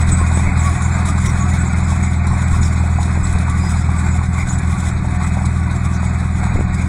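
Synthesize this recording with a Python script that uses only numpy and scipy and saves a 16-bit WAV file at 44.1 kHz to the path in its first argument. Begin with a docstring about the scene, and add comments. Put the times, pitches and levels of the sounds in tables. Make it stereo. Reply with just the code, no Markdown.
"""First you hear a diesel drone and crunching gravel, with gusts thumping a hand-held phone's microphone.
It is a small bulldozer crawling away along a dirt road at steady throttle. The exhaust drones and puffs
twice a cycle, each firing of the four cylinders knocks the engine block, and a drive gear whines.
The steel track links clink onto their toothed wheels, some striking with a snap; dry pins squeak,
and track plates clank onto the rollers and scrape along their guides."""
import sys
import numpy as np
from scipy import signal
from scipy.fft import rfft, irfft
from scipy.io import wavfile
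from scipy.ndimage import uniform_filter1d

SR = 44100
rng = np.random.default_rng(int(sys.argv[2]) if len(sys.argv) > 2 else 0)


def bounce(signal):
    """Save signal as a 16-bit WAV file at the path given by the first command-line argument."""
    frames = np.transpose(np.atleast_2d(signal))
    limited = np.clip(frames, -1, 1)
    pcm = np.round(limited * 32767).astype(np.int16)
    wavfile.write(sys.argv[1], SR, pcm)


N = 303408
TIME = np.arange(N) / SR
FREQ = np.maximum(np.arange(N // 2 + 1) * SR / N, 1)
SIDE = np.array([[.5], [-.5]])  # splits a left-right difference between the two channels


def undb(db):
    """Turn decibels into a gain."""
    return 10 ** (np.asarray(db) / 20)


def unit(x):
    """Scale a signal to an average (rms) level of one."""
    return x / np.sqrt(np.mean(x ** 2))


def shape(points):
    """Gain at every frequency, drawn through (f/Hz, level/dB) points."""
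    hz, db = np.transpose(points)
    return undb(np.interp(np.log(FREQ), np.log(hz), db))


def resonance(hz, width):
    """How a part that rings at one pitch responds to each frequency."""
    return 1 / (1 + 1j * (FREQ ** 2 - hz ** 2) / (FREQ * width))


def colour(x, response):
    """Filter a signal by a frequency response."""
    return irfft(rfft(x) * response, N)


def walk(rate):
    """Smooth random wandering of size about one, with `rate` steps a second."""
    k = int(SR / rate)
    steps = np.repeat(rng.standard_normal(N // k + 1), k)
    return 1.4 * uniform_filter1d(uniform_filter1d(steps, k), k)[:N]


def noise():
    """Three unrelated noises: one direct, and one scattered to each microphone opening."""
    return rng.standard_normal((3, N))


def burst(age, rise, t60):
    """Loudness of a blow: a quick rise, then a fall of 60 dB in t60 seconds."""
    age = np.clip(age, 0, 1)
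    return (1 - np.exp(-age / rise)) * np.exp(-np.log(1000) * age / t60)


def swell(t, half_length):
    """A smooth rise and fall around time t."""
    return np.exp(-np.minimum(((TIME - t) / half_length) ** 2, 30))


def swells_db(table):
    """Add up a table's brief rises and dips in level."""
    return sum(db * swell(t, half) for t, db, half in table)


def receding(db_per_doubling, start_m=8.63, crawl_m_s=0.58):
    """Change of level in dB as the bulldozer gets farther away."""
    return -db_per_doubling * np.log2(1 + crawl_m_s * TIME / start_m)


# how the two microphone openings differ: f/Hz, left lead/rad, likeness (0-1), left minus right/dB
MIC_PORTS = [(200, 0.0, 0.95, -0.0), (380, -0.1, 0.56, 1.5), (540, -1.6, 0.27, -3.6),
             (780, -0.0, 0.97, -0.4), (1150, -1.2, 0.83, 3.5), (1550, -1.0, 0.71, 0.4),
             (2200, -1.9, 0.76, 5.5), (2800, -3.2, 0.95, 0.1), (3500, -3.2, 0.81, 1.9),
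             (4100, -4.9, 0.35, 7.1), (4750, -6.3, 0.92, 0.1), (6000, -9.4, 0.64, 1.6),
             (7400, -13.3, 0.35, 1.8), (10000, -15.6, 0.43, 2.2)]
def ports(paths):
    """Direct sound reaches the right opening first; scattered sound reaches each on its own."""
    hz, *columns = np.transpose(MIC_PORTS)
    phase, likeness, pan_db = (np.interp(FREQ, hz, c) for c in columns)
    spectra = rfft(paths)
    direct = np.sqrt(likeness) * spectra[0] * np.exp(1j * SIDE * phase)
    scattered = np.sqrt(1 - likeness) * spectra[1:]
    return irfft((direct + scattered) * undb(SIDE * pan_db), N)


# engine speed, in cycles of four firings: t/s, f/Hz
ENGINE_SPEED = [(0, 20.486), (0.6, 20.416), (0.9, 20.767), (2.1, 20.464), (3.5, 20.27), (4.1, 20.281),
                (4.7, 20.395), (5.3, 20.229), (6.88, 20.416)]
def engine_cycles(first_firing_s=.0318, hunt_cycles=.011):
    """Count engine cycles; the speed governor hunts, so firings come a little early or late."""
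    speed = np.interp(TIME, *np.transpose(ENGINE_SPEED))
    return 1 + np.cumsum(speed) / SR - first_firing_s * speed[0] + hunt_cycles * walk(3)


# exhaust tones (4 is the firing tone, the rest are overtones): multiple of the cycle rate, level/dB
EXHAUST_TONES = [(2, -13.5), (3, -18), (4, 0), (5, -23.5), (6, -4.5), (7, -19), (8, -16), (9, -8.5),
                 (10, -16.5), (12, -25.5), (18, -31.5)]
# the firing tone swells or drops out briefly: t/s, change/dB, half length/s
FIRING_SWELLS = [(.25, 1.5, .22), (.495, -5, .02), (.67, 2.5, .056), (.775, -11, .022), (1.35, -1.5, .39),
                 (1.5, 4.5, .028), (2.55, 4, .031), (2.65, 1.7, .5), (3.95, 1.5, .4), (4.48, -17, .027),
                 (4.61, -11, .026), (4.69, 3, .17), (4.765, -24, .019), (4.9, -8, .017), (5.027, -7, .032)]
# tone colour of the gas puffs: f/Hz, level/dB
PUFF_COLOUR = [(25, -32), (70, 8), (130, -7.5), (200, 7.5), (260, -4.5), (380, -6), (480, -33), (800, -68)]
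# tone colour of the machine's low rumble: f/Hz, level/dB
RUMBLE_COLOUR = [(20, 2.5), (45, 4), (90, 1), (150, 16), (192, 7.5), (215, -8), (280, 3.5), (450, -23),
                 (800, -107)]
def exhaust(cycle, tone_db=-15, overtone_db=-19, puff_db=-12.5, rumble_db=-28.5, throb_hz=7):
    """Unequal cylinders drone in a stack of tones, with ragged puffs of gas and a low rumble."""
    silencer_hz, silencer_width_hz = 182.3, 7.4
    lope = np.cos(np.pi * cycle)  # strong and weak cycles take turns
    cycle = cycle + .003 * walk(22)
    tone, overtones = 0, 0
    for multiple, db in EXHAUST_TONES:
        # the tones bunch once a cycle, the strongest cylinder's chug; the silencer delays the upper ones
        hz = multiple * ENGINE_SPEED[0][1]
        lag = np.pi / 5 + np.arctan2(silencer_width_hz * hz, silencer_hz ** 2 - hz ** 2)
        wave = undb(db) * np.cos(2 * np.pi * multiple * cycle - lag)
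        if multiple == 4:
            throb = np.sin(2 * np.pi * throb_hz * TIME + walk(2.04))
            tone = wave * undb(.95 * throb + .45 * lope + .6 * walk(20))
        else:
            overtones = overtones + wave
    overtones = overtones * undb(lope + .5 * walk(18))
    pulses = np.exp(-(2 * cycle % 1))  # two puffs a cycle
    puffs = unit(colour(pulses * rng.standard_normal(N), shape(PUFF_COLOUR)))
    rumble = unit(colour(rng.standard_normal(N), shape(RUMBLE_COLOUR))) * undb(rumble_db)
    tone = unit(tone) * undb(tone_db + receding(6.5) + swells_db(FIRING_SWELLS))
    chug = (unit(overtones) + undb(puff_db) * puffs) * undb(overtone_db + receding(2))
    return tone + chug + rumble


def loose_steel(low_hz, high_hz, t60, spread_db, count):
    """Hundreds of loose parts chatter: each touch rings briefly at a pitch of its own."""
    when, pitch, turn, left, right = rng.random((count, 5)).T
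    size = undb(spread_db * np.minimum(rng.exponential(size=count), 3))
    age = TIME[:int(.7 * t60 * SR)]
    hz = low_hz + (high_hz - low_hz) * pitch
    rings = np.sin(2 * np.pi * (hz[:, None] * age + turn[:, None])) * burst(age, t60 / 10, t60)
    paths = np.zeros((3, N + len(age)))
    shares = size * np.array([np.ones(count), np.sign(left - .5), np.sign(right - .5)])
    for start, share, ring in zip((when * N).astype(int), shares.T, rings):
        paths[:, start:start + len(age)] += share[:, None] * ring
    return unit(paths[:, :N])


def link_blows(rise, t60, link_hz=4.088, near_s=0.067, far_s=0.1696, far_db=-3.5):
    """The steady beat of links landing on the toothed wheels, near track and far track in turn."""
    near, far = (burst((TIME - first) % (1 / link_hz), rise, t60) for first in (near_s, far_s))
    return near + undb(far_db) * far


# tone colour of the knocking and rattling: f/Hz, level/dB
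BLOCK_COLOUR = [(200, 10), (450, -0.5), (650, 4.5), (1000, 6.5), (1450, 6.5), (1750, 1.5), (2000, 6.5),
                (2300, 7), (2560, 7), (2720, -26), (3050, -50), (3500, -3), (4400, -14), (8000, -72)]
# ringing body panels: f/Hz, width/Hz, level/dB
BODY_PANELS = [(722, 13, 8.5), (1243, 24, -2), (1474, 22.5, 5.5), (2295, 30, -15)]
# the wheels and tracks rattle harder or ease off: t/s, change/dB, half length/s
RATTLE_SURGES = [(0.965, 3, 0.078), (4.288, -5, 0.029), (5.06, -3.5, 0.086), (6.546, 2, 0.058)]
def block(cycle, rattle_db=-25, knock_db=-11, link_db=1.5):
    """Each firing knocks the engine block, while panels ring and the wheels and tracks rattle."""
    firing, since_firing = (4 * cycle).astype(int), 4 * cycle % 1
    strength = undb(3 * rng.standard_normal(firing[-1] + 1))[firing]
    knock = undb(knock_db) * strength * np.exp(-since_firing / .075)
    rattle = noise() * (.5 * undb(walk(28)) + knock)
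    rattle = rattle + undb(-20) * loose_steel(600, 2600, t60=.07, spread_db=2.5, count=1800)
    panels = sum(undb(db) * colour(noise() * undb(2.5 * walk(11)), resonance(hz, width))
                 for hz, width, db in BODY_PANELS)
    surges_db = swells_db(RATTLE_SURGES) + .6 * walk(14)
    level_db = rattle_db + receding(7) + surges_db + link_db * link_blows(rise=0.0041, t60=0.31)
    return unit(ports(colour(rattle, shape(BLOCK_COLOUR)) + panels)) * undb(level_db)


# the gear sings out under load: t/s, level/dB, half length/s, f/Hz
GEAR_SQUEALS = [(.215, -27, .025, 1040), (.676, -22, .032, 1120), (.807, -24.5, .012, 1110),
                (1.095, -25, .02, 1235), (1.28, -27, .02, 1065), (1.418, -27, .026, 1120),
                (1.915, -26, .035, 1105), (2.55, -30, .04, 1100), (3.527, -29.5, .05, 1140),
                (3.95, -31.5, .043, 1150), (4.36, -33, .045, 1135), (4.76, -35, .07, 1130),
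                (5.88, -35, .06, 1140)]
def gear(hz=1132, whine_db=-41.5, pan_db=3.5, lead_rad=1.63, flutter_db=2.5):
    """A drive gear sings faintly, and squeals at a shifted pitch whenever the load catches it."""
    pull_hz = sum((pitch - hz) * np.minimum(2 * swell(t, half), 1) for t, _, half, pitch in GEAR_SQUEALS)
    pitch_hz = hz + pull_hz + 8 * walk(9.8) + 20 * walk(80)
    phase = 2 * np.pi * np.cumsum(pitch_hz) / SR
    whine = np.sin([phase + lead_rad, phase]) * undb(SIDE * pan_db)
    steady = undb(whine_db + receding(4) + 3 * walk(12))
    loaded = sum(undb(db) * swell(t, half) for t, db, half, _ in GEAR_SQUEALS)
    return unit(whine) * (steady + loaded) * undb(flutter_db * walk(40))


# tone colour of crushed gravel: f/Hz, level/dB
GRAVEL_COLOUR = [(1500, -17), (3600, 15), (4500, -13), (5300, 5), (7100, 8.5), (8000, 2.5), (8400, 9.5),
                 (9900, 5.5), (10800, -1), (11500, -62), (15000, -72)]
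# the tracks bite into loose gravel or cross soft earth: t/s, change/dB, half length/s
GROUND_PATCHES = [(0.532, -3.5, 0.049), (0.646, 6, 0.06), (1.53, 3, .05), (1.297, 3.5, 0.079),
                  (1.5, 1, 0.085), (2.22, -5.5, 0.03), (2.622, 4.5, 0.12), (3.46, -2.5, 0.083),
                  (3.66, 4, 0.1), (4.08, 2, 0.1), (4.392, 5.5, 0.024), (4.8, 2.5, 0.12), (5.04, -4.5, 0.08),
                  (5.95, 1, 0.04), (6.69, -9, 0.038), (6.766, 4, 0.054)]
def gravel(grind_db=-35, grains_per_s=420, grain_s=0.0053, ring_hz=7920, link_db=5):
    """Stones crunch under the plates in tiny grains; the chain jingles and its links ring."""
    hits = rng.random(N) < grains_per_s / SR
    sizes = hits * undb(4 * np.minimum(rng.exponential(size=N), 4))
    grains = unit(signal.lfilter([1], [1, -np.exp(-1 / (grain_s * SR))], sizes))
    crunch = noise() * (1 + undb(-4) * grains) * undb(3.5 * walk(55))
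    jingle = undb(-5) * loose_steel(6600, 8150, t60=.14, spread_db=3, count=700)
    links = undb(-6) * unit(colour(crunch * undb(2.5 * walk(20)), resonance(ring_hz, 180) ** 2))
    grit = undb(-10) * loose_steel(4500, 10200, t60=0.18, spread_db=2.5, count=1500)
    grinding = unit(colour(crunch, shape(GRAVEL_COLOUR))) + jingle + grit + links
    ground_db = swells_db(GROUND_PATCHES) + .7 * walk(13)
    level_db = grind_db + receding(12.5) + ground_db + link_db * link_blows(rise=0.0049, t60=0.63)
    # a harder bite is also brighter
    shrill = unit(colour(crunch, resonance(13500, 4500) ** 2)) * undb(ground_db - 24)
    return unit(ports(grinding + shrill)) * undb(level_db)


# tone colour of the wind: f/Hz, level/dB
WIND_COLOUR = [(5, -20), (22, 2), (45, -3), (80, -9), (130, -9), (250, -19), (500, -34), (1200, -50),
               (4000, -80)]
# gusts at the microphone: t/s, level/dB, half length/s, left minus right/dB
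WIND_GUSTS = [(0.108, -17, 0.047, 3), (0.24, -18.5, .04, 8), (0.477, -18, 0.044, 6), (1.3, -27, 0.28, 9),
              (2.34, -20, 0.062, 7), (2.594, -18, 0.09, 0), (3.223, -19.5, 0.11, -8),
              (3.582, -22.5, 0.13, 1), (4.453, -20.5, 0.026, -2), (4.98, -27, 0.068, 0),
              (6.412, -22, 0.024, 6), (6.573, -15.5, 0.029, -3), (6.795, -23.5, 0.27, -2)]
# small swirls of air striking one opening: t/s, level/dB, half length/s, left minus right/dB
WIND_SWIRLS = [(0.214, -15, 0.002, 17), (0.374, -20, 0.001, 22), (0.476, -20.5, 0.0026, 15),
               (2.535, -19, 0.0085, -13), (3.175, -17, 0.002, -15), (3.358, -17, 0.0074, -22),
               (6.558, -14, 0.0032, -22), (6.584, -18.5, 0.007, -20), (6.591, -19.5, 0.0025, -28),
               (6.609, -14.5, 0.0017, -19)]
def wind(breeze_db=-36, flutter_db=3):
    """Rough air rumbles on each microphone opening separately; single swirls suck at one of them."""
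    rumble = [unit(colour(rng.standard_normal(N), shape(WIND_COLOUR)) * undb(flutter_db * walk(24.97)))
              for _ in range(2)]
    gusts = sum(undb(db + SIDE * pan_db) * swell(t, half) for t, db, half, pan_db in WIND_GUSTS)
    out = np.array(rumble) * (undb(breeze_db) + gusts)
    for t, db, half, pan_db in WIND_SWIRLS:
        # suction builds, then the swirl suddenly lets go
        release = np.tanh(14 * ((TIME - t) / half - .35)) - .4
        out += undb(db + SIDE * pan_db) * swell(t, half) * release
    return out


def clinks(hz=3800, width_hz=650, level_db=-32, uneven_db=1.5):
    """Each link settles on a wheel tooth with a short steely clink."""
    ring = unit(ports(colour(noise(), resonance(hz, width_hz) ** 2)))
    return ring * link_blows(rise=0.013, t60=0.19) * undb(level_db + receding(3) + uneven_db * walk(5.33))


# track links striking the wheels: t/s, snap level/dB, tick level/dB
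LINK_STRIKES = [(.0897, -23, -24), (.576, -29.5, -31), (.82, -20, -36), (1.054, -21.5, -34),
                (1.181, -30, -30), (1.259, -34, -28), (2.268, -23.5, -38), (2.6294, -27, -26),
                (3.029, -27, -23), (3.268, -34, -28), (3.325, -22.5, -38), (3.3847, -26, -27),
                (3.4965, -24, -38), (3.995, -26, -38), (4.4867, -28, -27), (4.585, -23.5, -36),
                (5.4545, -21.5, -30), (6.7426, -29, -31)]
def link_strikes():
    """Track links strike the wheels with a short bright snap and a lower tick."""
    snaps = sum(undb(db) * burst(TIME - t, rise=.002, t60=.049) for t, db, _ in LINK_STRIKES)
    ticks = sum(undb(db) * burst(TIME - t, rise=.0006, t60=.04) for t, _, db in LINK_STRIKES)
    bright = shape(GRAVEL_COLOUR) * resonance(12300, 6700)
    lower = resonance(3900, 900) ** 2 + .5 * resonance(5300, 1800) ** 2
    return unit(ports(colour(noise(), bright))) * snaps + unit(ports(colour(noise(), lower))) * ticks


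# dry link pins squeaking: t/s, level/dB, f/Hz, length/s, pitch wobble (share of f), glide/Hz
PIN_SQUEAKS = [(0.105, -23.5, 8020, 0.06, 0.005, 0), (.155, -32, 8040, .08, .004, 0),
               (0.328, -26, 7900, 0.055, 0.01, 200), (.58, -31, 7780, .045, .005, 0),
               (0.622, -34, 7000, 0.05, 0.04, 0), (.82, -33, 6900, .05, .025, 0),
               (.91, -33, 7400, .06, .02, -250), (1.172, -32, 7400, 0.022, .015, 0),
               (1.25, -35, 5850, 0.08, .03, -200), (1.39, -31.5, 7050, 0.057, 0.025, -150),
               (1.475, -33, 6920, .06, .015, 100), (1.575, -33, 8000, .065, .007, -220),
               (1.645, -31, 7400, 0.045, 0.035, 0), (2.619, -35, 5390, 0.059, 0.048, 0),
               (3.229, -24, 7920, 0.038, 0.007, 0), (3.56, -40, 4950, 0.19, 0.007, 80),
               (3.975, -33, 8080, .035, .01, -150), (4.02, -37, 7300, .14, .015, 650),
               (4.482, -27.5, 6950, 0.042, .015, -120), (4.52, -31, 7720, 0.05, 0.008, 130),
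               (5.923, -38, 6230, 0.062, .11, 0)]
def squeaks(rasp_db=-1.5, hiss_db=-13, ring_db=-5, ring_t60=.24, mode_count=4):
    """A pin sticks and slips: a shaky, gliding high tone with a bright rasp leaves the link ringing."""
    out = np.zeros((2, N))
    slip = np.cumsum([walk(700), walk(700)], axis=1) / SR
    rasp = undb(rasp_db * walk(130))
    hiss = unit(ports(colour(noise(), resonance(7200, 2300) ** 2))) * undb(hiss_db)
    for t, db, hz, length, wobble, glide_hz in PIN_SQUEAKS:
        on = slice(int(t * SR), int((t + length) * SR))
        age = TIME[on] - t
        phase = 2 * np.pi * (hz * (age + wobble * slip[:, on]) + glide_hz * age ** 2 / (2 * length))
        grip = signal.windows.tukey(len(age), .6) * rasp[on] * undb(db)
        out[:, on] += grip * (np.sqrt(2) * np.sin(phase) + hiss[:, on])
        # the link's own pitches (modes) lie around the squeak's and outlast it
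        age = TIME[:int(ring_t60 * SR)]
        modes_hz = hz * (1 + .09 * rng.uniform(-1.1, 0.46, (mode_count, 1)))
        phase = 2 * np.pi * (modes_hz * age + rng.random((2, mode_count, 1)))
        ring = np.sin(phase).sum(1) * np.sqrt(2 / mode_count) * undb(db + ring_db)
        out[:, on.start:on.start + len(age)] += ring * burst(age, length / 4, ring_t60)
    return out


# track plates dropping on the rollers: t/s, level/dB, f/Hz
PLATE_CLANKS = [(.312, -16, 792), (.395, -18, 869), (.95, -17, 950), (1.084, -17, 1200), (1.181, -20, 1330),
                (1.92, -16.5, 880), (2.332, -18, 912), (2.837, -21, 703), (2.985, -13, 865),
                (3.152, -20.5, 915), (3.234, -17.5, 1050), (3.48, -18.5, 1100), (3.638, -19.5, 960),
                (3.72, -19.5, 1200), (3.888, -17, 1020), (4.213, -20, 900), (4.38, -18, 1150),
                (4.509, -19, 1000), (5.045, -17.5, 760), (5.202, -17.5, 1045), (5.369, -14.5, 780),
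                (5.443, -19.5, 980), (6.03, -20.5, 830), (6.433, -16.5, 885), (6.468, -19.5, 960),
                (6.52, -21, 738)]
def clanks(left_db=-1.5, lead_rad=0.42, mode_count=8, rise=.0011, t60=.06, rebound_db=-10):
    """A plate hits a roller, rings at several close pitches and rocks back with a weaker second touch."""
    out, age = np.zeros((2, N)), TIME[:SR // 4]
    for t, db, hz in PLATE_CLANKS:
        offsets = np.linspace(-1, 1, mode_count) + rng.standard_normal(mode_count) / mode_count
        modes_hz = hz * (1 + .19 * offsets)
        phase = 2 * np.pi * (modes_hz[:, None] * age + rng.random((mode_count, 1)) / 2)
        ring = np.sum([undb(left_db) * np.sin(phase + lead_rad), np.sin(phase)], 1) / np.sqrt(mode_count)
        rebound_s = .035 * (.5 + rng.random())
        touches = burst(age, rise, t60) + undb(rebound_db) * burst(age - rebound_s, 2 * rise, t60)
        start = int(t * SR)
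        out[:, start:start + len(age)] += (ring * touches * undb(db))[:, :N - start]
    return out


# plate edges scraping along their guides: t/s, level/dB, f/Hz, half length/s
PLATE_SCRAPES = [(.475, -27, 2100, .055), (.67, -31, 2250, .04), (1.27, -31, 2020, .06),
                 (2.07, -32, 2150, .09), (4.405, -23.5, 2200, .034), (6.47, -31, 2250, .025),
                 (6.81, -30, 2250, .028)]
def scrapes(width_hz=190, judder_db=3, pan_db=4.5, lead_rad=-1.9):
    """A plate edge judders along its guide, and the steel rings roughly around one pitch."""
    rub = colour(rng.standard_normal((2, N)), 1 / (1 + (FREQ / width_hz) ** 4))
    rub = unit(rub) * undb(judder_db * walk(120))
    out = np.zeros((2, N))
    for t, db, hz, half in PLATE_SCRAPES:
        on = np.abs(TIME - t) < 3 * half
        phase = 2 * np.pi * hz * TIME[on] + np.array([[lead_rad], [0]])
        ring = rub[0, on] * np.cos(phase) + rub[1, on] * np.sin(phase)
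        out[:, on] += ring * swell(t, half)[on] * undb(db + SIDE * pan_db)
    return out


def scene():
    """Engine, tracks and wind together."""
    cycle = engine_cycles()
    engine = exhaust(cycle) + block(cycle) + gear()
    tracks = clanks() + scrapes() + squeaks() + gravel() + link_strikes() + clinks()
    return engine + tracks + wind()


def record(dry):
    """The phone clips any peak that is too loud and cuts the highest treble."""
    treble_cut = signal.ellip(8, .2, 80, 15750, fs=SR, output="sos")
    return signal.sosfilt(treble_cut, np.clip(dry, -1, 1))


dry = scene()
out = record(dry)
bounce(out)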